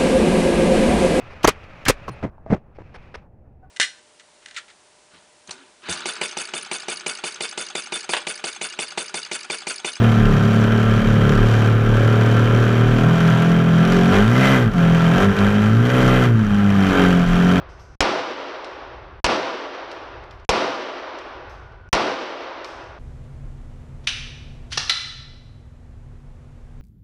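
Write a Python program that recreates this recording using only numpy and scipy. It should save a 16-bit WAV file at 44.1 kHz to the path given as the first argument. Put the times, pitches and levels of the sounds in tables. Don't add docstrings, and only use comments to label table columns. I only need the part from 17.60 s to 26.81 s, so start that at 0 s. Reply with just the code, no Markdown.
import sys
import numpy as np
from scipy import signal
from scipy.fft import rfft, irfft
from scipy.io import wavfile
from scipy.ndimage import uniform_filter1d

SR = 44100
rng = np.random.default_rng(int(sys.argv[2]) if len(sys.argv) > 2 else 0)


def ratio_of_db(decibels):
    return 10 ** (np.asarray(decibels, float) / 20)


def materialize(psi):
    bounded = np.clip(np.atleast_2d(psi).T, -1, 1)
    quanta = np.round(bounded * 32767).astype(np.int16)
    wavfile.write(sys.argv[1], SR, quanta)


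N = 406161
CUT_S = 5.389

# blast in seconds, deafness of the microphone in seconds, level in dB, slap echo in dB to the crack.
SHOTS = [(-1.08, .045, 0, -6), (.354, .0513, 0, -8), (1.602, .0414, 0, -2.5), (2.850, .0415, 1.2, -14),
         (4.290, .039, 0, -6)]
# frequency in Hz, density in dB per Hz.
ECHO = [(24, -22), (50, -7), (100, 0), (150, -5), (205, -6), (270, -3.5), (400, -5), (600, -3.5),
        (1000, -5), (1400, -8), (1650, -11), (2000, -12.5), (3200, -15), (5850, -23), (6620, -35),
        (9700, -45), (11800, -58), (13000, -100)]
# frequency in Hz, time to fall 60 dB in seconds.
ECHO_T60 = [(60, .5), (120, .5), (200, .9), (280, 1.5), (350, 1.75), (700, 1.7), (1500, 1.85), (3500, 1.53),
            (6000, 1.35), (9000, .9), (13000, .6)]
# frequency in Hz, width in Hz, lift in dB.
ROOM_PEAKS = [(279, 14, 4), (338, 14, 5), (377, 20, 5), (495, 18, 5), (533, 18, 5), (619, 18, 4),
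              (672, 18, 4), (798, 18, 3), (967, 16, 5), (1159, 20, 3)]
# frequency in Hz, density in dB per Hz.
CRACK = [(59, -36), (100, -6), (843, 0), (1430, -7), (2750, -6), (3850, -12), (5630, -10), (9740, -28),
         (12800, -43), (15500, -69)]
# frequency in Hz, density in dB per Hz.
NEAR_AIR = [(12, -39), (20, -2), (58, 0), (100, -4), (130, -10), (200, -23), (400, -24), (1000, -35),
            (1490, -36), (2000, -50), (2750, -55), (7000, -66), (12000, -74), (15600, -100)]
# frequency in Hz, width in Hz, level in dB.
NEAR_HUM = [(60, 15, -50)]
# frequency in Hz, width in Hz, level in dB before WHINE_LEVEL.
NEAR_WHINE = [(1437, 12, -60), (1513, 20, -64)]
# time in seconds, gain in dB.
WHINE_LEVEL = [(0, -4), (.35, -4), (3.55, -1), (3.85, 3), (4.3, 2), (5.3, 0)]
# start in seconds, level in dB, brass ring in dB to the click.
TICKS = [(.089, -53, -18), (.195, -51, -9), (.884, -45, -40), (.985, -46, -40), (1.0445, -30, -42),
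         (2.314, -31, -26), (2.637, -51, -22), (2.709, -43, -22), (2.797, -54, -30), (3.586, -33, -34),
         (3.895, -49, -10), (4.12, -61, -30), (5.0444, -26, -26), (5.239, -50, -30)]
# frequency in Hz, density in dB per Hz.
TICK = [(700, -30), (1200, -8), (2000, 0), (3200, 0), (5500, -1), (6500, -12), (9800, -26), (11000, -42),
        (14000, -70)]
# frequency in Hz, level in dB, time to fall 60 dB in seconds.
BRASS = [(5250, -6, .25), (5800, -4, .1), (6100, -8, .2), (11380, -14, .35), (11470, -21, .2)]
# start in seconds, level in dB, time to fall 60 dB in seconds.
ROLLS = [(.089, -62, 1.2), (.195, -60, 1.0), (3.895, -62, .8), (5.05, -52, 1.0)]
# frequency in Hz, density in dB per Hz.
ROLL = [(2000, -30), (4200, -8), (5000, 0), (6100, 0), (6800, -12), (9000, -18), (12000, -40)]
# start in seconds, level in dB.
ARRIVALS = [(2.849, -44), (4.289, -46)]
# frequency in Hz, density in dB per Hz.
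FAR_AIR = [(120, -30), (170, -5), (290, -8), (420, -10), (650, -13), (1000, -18), (2200, -25), (3300, -31),
           (5000, -36), (7300, -36), (9700, -42), (12000, -46), (15000, -52)]
# frequency in Hz, width in Hz, level in dB before FAR_LEVEL.
FAR_TONES = [(30, 9, 1), (68, 30, -6), (100, 30, -12), (136, 16, -7), (511, 8, -32)]
# time in seconds, gain in dB.
FAR_LEVEL = [(5.39, -38), (7.2, -38.5), (7.35, -45), (7.7, -43), (9.2, -40.5)]
# start in seconds, seconds to the peak, seconds after it, peak in dB.
SCRAPES = [(6.425, .02, .024, -57), (7.104, .02, .05, -31), (7.185, .008, .048, -31)]
# start in seconds, level in dB, rise in seconds,
# time for the clatter to fall 60 dB in seconds, strongest frequency in Hz, low knock in dB, ring in dB.
CLACKS = [(6.47, -17, .003, .13, 2800, -27, -6), (7.173, -10, .004, .045, 4500, -10, -6),
          (7.295, -11.5, .0015, .065, 3600, -19, -4)]
# frequency in Hz, density in dB per Hz.
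CLATTER = [(530, -40), (860, -20), (1400, -10), (2200, -9), (3400, -7), (6000, -9), (7000, -22),
           (10000, -27), (11300, -38), (12300, -65), (14000, -80)]
# frequency in Hz, density in dB per Hz.
KNOCK = [(150, -30), (300, -10), (500, -9), (700, 0), (1200, -4), (2500, -40)]
# frequency in Hz, level in dB, time to fall 60 dB in seconds.
MAGAZINE = [(1300, -9, .03), (1920, -9, .03), (2380, -3, .04), (2570, -5, .04), (2920, 0, .05),
            (3180, -3, .04), (3530, -2, .03), (4060, -5, .04), (4480, -3, .06), (5050, -12, .02),
            (5850, -6, .025)]
# frequency in Hz, level in dB, time to fall 60 dB in seconds.
FRAME = [(800, -3, .025), (1200, -5, .03), (1780, -3, .04), (2270, -5, .03), (2760, -3, .035),
         (3380, -2, .06), (4200, -3, .025), (4600, 0, .025), (5820, 0, .025)]
# frequency in Hz, level in dB, time to fall 60 dB in seconds.
STEEL = [(1362, -4, .07), (1750, -6, .04), (2005, -5, .1), (2300, -6, .04), (2700, -10, .04),
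         (2930, -6, .05), (3040, -5, .06), (3880, -3, .12), (3960, -5, .22), (4035, -9, .4),
         (4080, -5, .18), (4150, -3, .12), (4600, -8, .02), (5400, -1, .02), (5800, -1, .02),
         (6900, -12, .025), (8150, -14, .03), (9870, -16, .03), (10150, -18, .03)]
# start in seconds, level in dB, pitch in Hz, time to fall 60 dB in seconds.
TAPS = [(7.118, -30, 4300, .02), (7.130, -24, 3120, .03), (7.144, -27, 3340, .02), (7.223, -28, 2800, .02),
        (7.277, -25, 4200, .025)]
# frequency in Hz, time to fall 60 dB in seconds.
BOOTH_T60 = [(500, .6), (1300, .95), (3500, .92), (6000, .85), (9000, .7), (11200, .5), (12200, .08)]
# frequency in Hz, gain in dB.
MICROPHONE = [(20, 0), (11000, 0), (13500, -8), (15000, -30), (16000, -70)]


def evened(x):
    return x / np.sqrt(np.mean(x ** 2) + 1e-20)


def read(points, hz):
    f, value = np.transpose(points)
    return np.interp(np.log(hz + 1), np.log(f + 1), value)


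def course(points, t):
    return ratio_of_db(np.interp(t, *np.transpose(points)))


def add(mix, s, sound):
    at = round(s * SR)
    sound = sound[max(-at, 0):]
    part = mix[max(at, 0):][:len(sound)]
    part += sound[:len(part)]


def filtered(x, colour):
    size = x.shape[-1]
    return irfft(rfft(x) * ratio_of_db(read(colour, np.fft.rfftfreq(size, 1 / SR))), size)


def noise(size, colour):
    return evened(filtered(rng.standard_normal(size), colour))


def uneven(size, width, spread_db):
    wander = signal.fftconvolve(rng.standard_normal(size), np.hanning(round(width)), "same")
    return ratio_of_db(spread_db * evened(wander))


def dying(x, t60):
    hz, t, z = signal.stft(x, SR, nperseg=512)
    decay = ratio_of_db(-60 * t / read(t60, hz)[:, None])
    return signal.istft(z * decay, SR, nperseg=512)[1][:len(x)]


def resonant(x):
    hz = np.fft.rfftfreq(len(x), 1 / SR)
    lift_db = sum(db / (1 + (2 * (hz - f) / width) ** 2) for f, width, db in ROOM_PEAKS)
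    return irfft(rfft(x) * ratio_of_db(lift_db), len(x))


def long_echo(same_room, t):
    alike = .9
    pattern = alike * same_room + np.sqrt(1 - alike ** 2) * noise(len(t), ECHO)
    echo = dying(resonant(pattern), ECHO_T60)
    echo *= uneven(len(t), .05 * SR, .7)
    low = signal.sosfiltfilt(signal.butter(1, 1200, fs=SR, output="sos"), echo)
    late, arrives_s, swell_s = .62, .03, .008
    swell = 1 - late / (1 + np.exp((t - arrives_s) / swell_s))
    swell *= 1 + .6 * np.exp(-(t / .075) ** 2)
    bright_walls = 1 + .4 * np.exp(-t / .12)
    return ratio_of_db(-7.3) * (low * swell + (echo - low) * bright_walls)


def crack_and_slap(slap_db, t):
    crack = noise(len(t), CRACK)
    rise_s, fade_s, slap_s, slap_width_s = .0006, .007, .0222, .0012
    early = ratio_of_db(4.5) * crack * np.exp(-t / fade_s) * np.minimum(t / rise_s, 1)
    slap = ratio_of_db(slap_db) * crack * np.exp(-((t - slap_s) / slap_width_s) ** 2)
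    return early + slap


def pressure_thump(t):
    start_hz, sag_s, fade_s = 75, .025, .013
    cycles = start_hz * sag_s * (1 - np.exp(-t / sag_s))
    return ratio_of_db(7) * np.sin(2 * np.pi * cycles) * np.exp(-t / fade_s)


def shots():
    mix, t = np.zeros(N), np.arange(2 * SR) / SR
    same_room = noise(len(t), ECHO)
    for s, dead_s, db, slap_db in SHOTS:
        blast = long_echo(same_room, t) + crack_and_slap(slap_db, t) + pressure_thump(t)
        add(mix, s + dead_s, ratio_of_db(db) * blast)
    return mix


def fuzzy_tones(tones):
    hz, spectrum = np.fft.rfftfreq(N, 1 / SR), 0
    for f, width, db in tones:
        peak = 1 / (1 + (2 * (hz - f) / width) ** 2)
        spectrum = spectrum + ratio_of_db(db) * peak / np.sqrt((peak ** 2).sum() * 2 / N)
    return irfft(rfft(rng.standard_normal(N)) * spectrum, N)


def near_ventilation(t):
    whine = fuzzy_tones(NEAR_WHINE) * course(WHINE_LEVEL, t)
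    return ratio_of_db(-43.5) * noise(N, NEAR_AIR) + fuzzy_tones(NEAR_HUM) + whine


def ring(modes, t):
    total = 0
    for hz, db, t60 in modes:
        total = total + ratio_of_db(db - 60 * t / t60) * np.sin(2 * np.pi * (hz * t + rng.random()))
    return total


def landing_cases():
    mix, t = np.zeros(N), np.arange(SR // 2) / SR
    click_s, room_db, room_s, rise_s = .004, -19, .1, .0012
    for s, db, ring_db in TICKS:
        shape = np.exp(-t / click_s) + ratio_of_db(room_db) * np.exp(-t / room_s)
        click = noise(len(t), TICK) * shape * np.minimum(t / rise_s, 1)
        add(mix, s, ratio_of_db(db) * (click + ratio_of_db(ring_db) * ring(BRASS, t)))
    return mix


def rolling_cases():
    mix, t = np.zeros(N), np.arange(SR // 2) / SR
    for s, db, t60 in ROLLS:
        add(mix, s, ratio_of_db(db - 60 * t / t60) * noise(len(t), ROLL) * np.minimum(t / .01, 1))
    return mix


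def arrivals():
    mix = np.zeros(N)
    for s, db in ARRIVALS:
        add(mix, s, ratio_of_db(db) * noise(SR // 10, CRACK)[:SR // 500])
    return mix


def far_ventilation(t):
    hum = ratio_of_db(-12) * np.sin(2 * np.pi * 239.5 * t)
    air = ratio_of_db(-14) * noise(N, FAR_AIR) + fuzzy_tones(FAR_TONES) + hum
    fade_in = np.clip((t - CUT_S) / .006, 0, 1)
    return air * course(FAR_LEVEL, t) * fade_in


def scrapes():
    mix = np.zeros(N)
    start_db, end_db = -24, -10
    for s, rise, fall, db in SCRAPES:
        during = np.arange(0, rise + fall, 1 / SR)
        stroke_db = db + np.interp(during, [0, rise, rise + fall], [start_db, 0, end_db])
        grit = uneven(len(during), 80, 3)
        add(mix, s, ratio_of_db(stroke_db) * evened(grit * noise(SR, CLATTER)[:len(during)]))
    return mix


def clacks():
    mix, t = np.zeros(N), np.arange(SR) / SR
    hump_db, hump_width = 7, .35
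    for (s, db, rise, t60, hz, knock_db, ring_db), modes in zip(CLACKS, (MAGAZINE, FRAME, STEEL)):
        knock = ratio_of_db(knock_db) * noise(SR, KNOCK)
        rattle = uneven(SR, 110, 2.5)
        f = np.geomspace(500, 14000, num=40)
        hump = hump_db * np.exp(-(np.log(f / hz) / hump_width) ** 2)
        colour = np.column_stack([f, read(CLATTER, f) + hump])
        clatter = (noise(SR, colour) * rattle + knock) * ratio_of_db(-60 * t / t60)
        clack = clatter + ratio_of_db(ring_db) * ring(modes, t)
        add(mix, s, ratio_of_db(db) * clack * np.minimum(t / rise, 1))
    return mix


def taps():
    mix, t = np.zeros(N), np.arange(SR) / SR
    for s, db, hz, t60 in TAPS:
        tick = .5 * noise(SR, CLATTER) * np.exp(-t / .002)
        add(mix, s, ratio_of_db(db) * (tick + ring([(hz, 0, t60)], t)) * np.minimum(t / .001, 1))
    return mix


def booth_echo(parts):
    t, wet = np.arange(SR) / SR, np.zeros(N)
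    turn = 2 * np.pi * 25 * np.arange(N) / SR
    for k in range(3):
        room = dying(rng.standard_normal(SR), BOOTH_T60) * np.minimum(t / .015, 1)
        share = np.sqrt(2 / 3) * np.cos(turn + 2 * np.pi * k / 3)
        wet += signal.fftconvolve(parts * share, room / np.linalg.norm(room))[:N]
    return ratio_of_db(-7) * wet


def handling():
    parts = scrapes() + clacks() + taps()
    return parts + booth_echo(parts)


def scene():
    t = np.arange(N) / SR
    near = shots() + near_ventilation(t) + landing_cases() + rolling_cases() + arrivals()
    far = far_ventilation(t) + handling()
    return np.where(t < CUT_S, near, far)[None]


def awake(t):
    gain, stun_s = np.ones(N), .003
    for s, dead_s, *_ in SHOTS:
        going_deaf = np.clip((s + stun_s / 2 - t) / stun_s, 0, 1)
        gain *= np.where(t < s + dead_s, going_deaf, 1)
    return gain


def over(level_db, threshold_db, slope, most_db):
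    cut_db = np.clip(slope * (level_db - threshold_db), 0, most_db)
    return uniform_filter1d(cut_db, size=2000, origin=999)


def gain_control(dry, t):
    level_db = 10 * np.log10(abs(uniform_filter1d(dry[0] ** 2, size=4000)) + 1e-12)
    level_db -= 200 * (t > CUT_S)
    bass = signal.sosfiltfilt(signal.butter(2, 190, fs=SR, output="sos"), dry)
    held_bass = bass * ratio_of_db(-over(level_db, -37.5, 1.4, 9.5))
    steadied = (dry - bass + held_bass) * awake(t)
    return steadied * ratio_of_db(-over(level_db, -37, .6, 12))


def roll_off(x):
    return signal.sosfilt(signal.butter(12, 15700, fs=SR, output="sos"), x)


def record(dry):
    steadied = gain_control(dry, np.arange(N) / SR)
    overloaded = .72 * np.tanh(steadied / .72)
    heard = filtered(overloaded, MICROPHONE)
    mix = signal.lfilter([1, -1], [1, -np.exp(-2 * np.pi * 30 / SR)], heard)
    return roll_off(mix)


dry = scene()
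out = record(dry)
materialize(out)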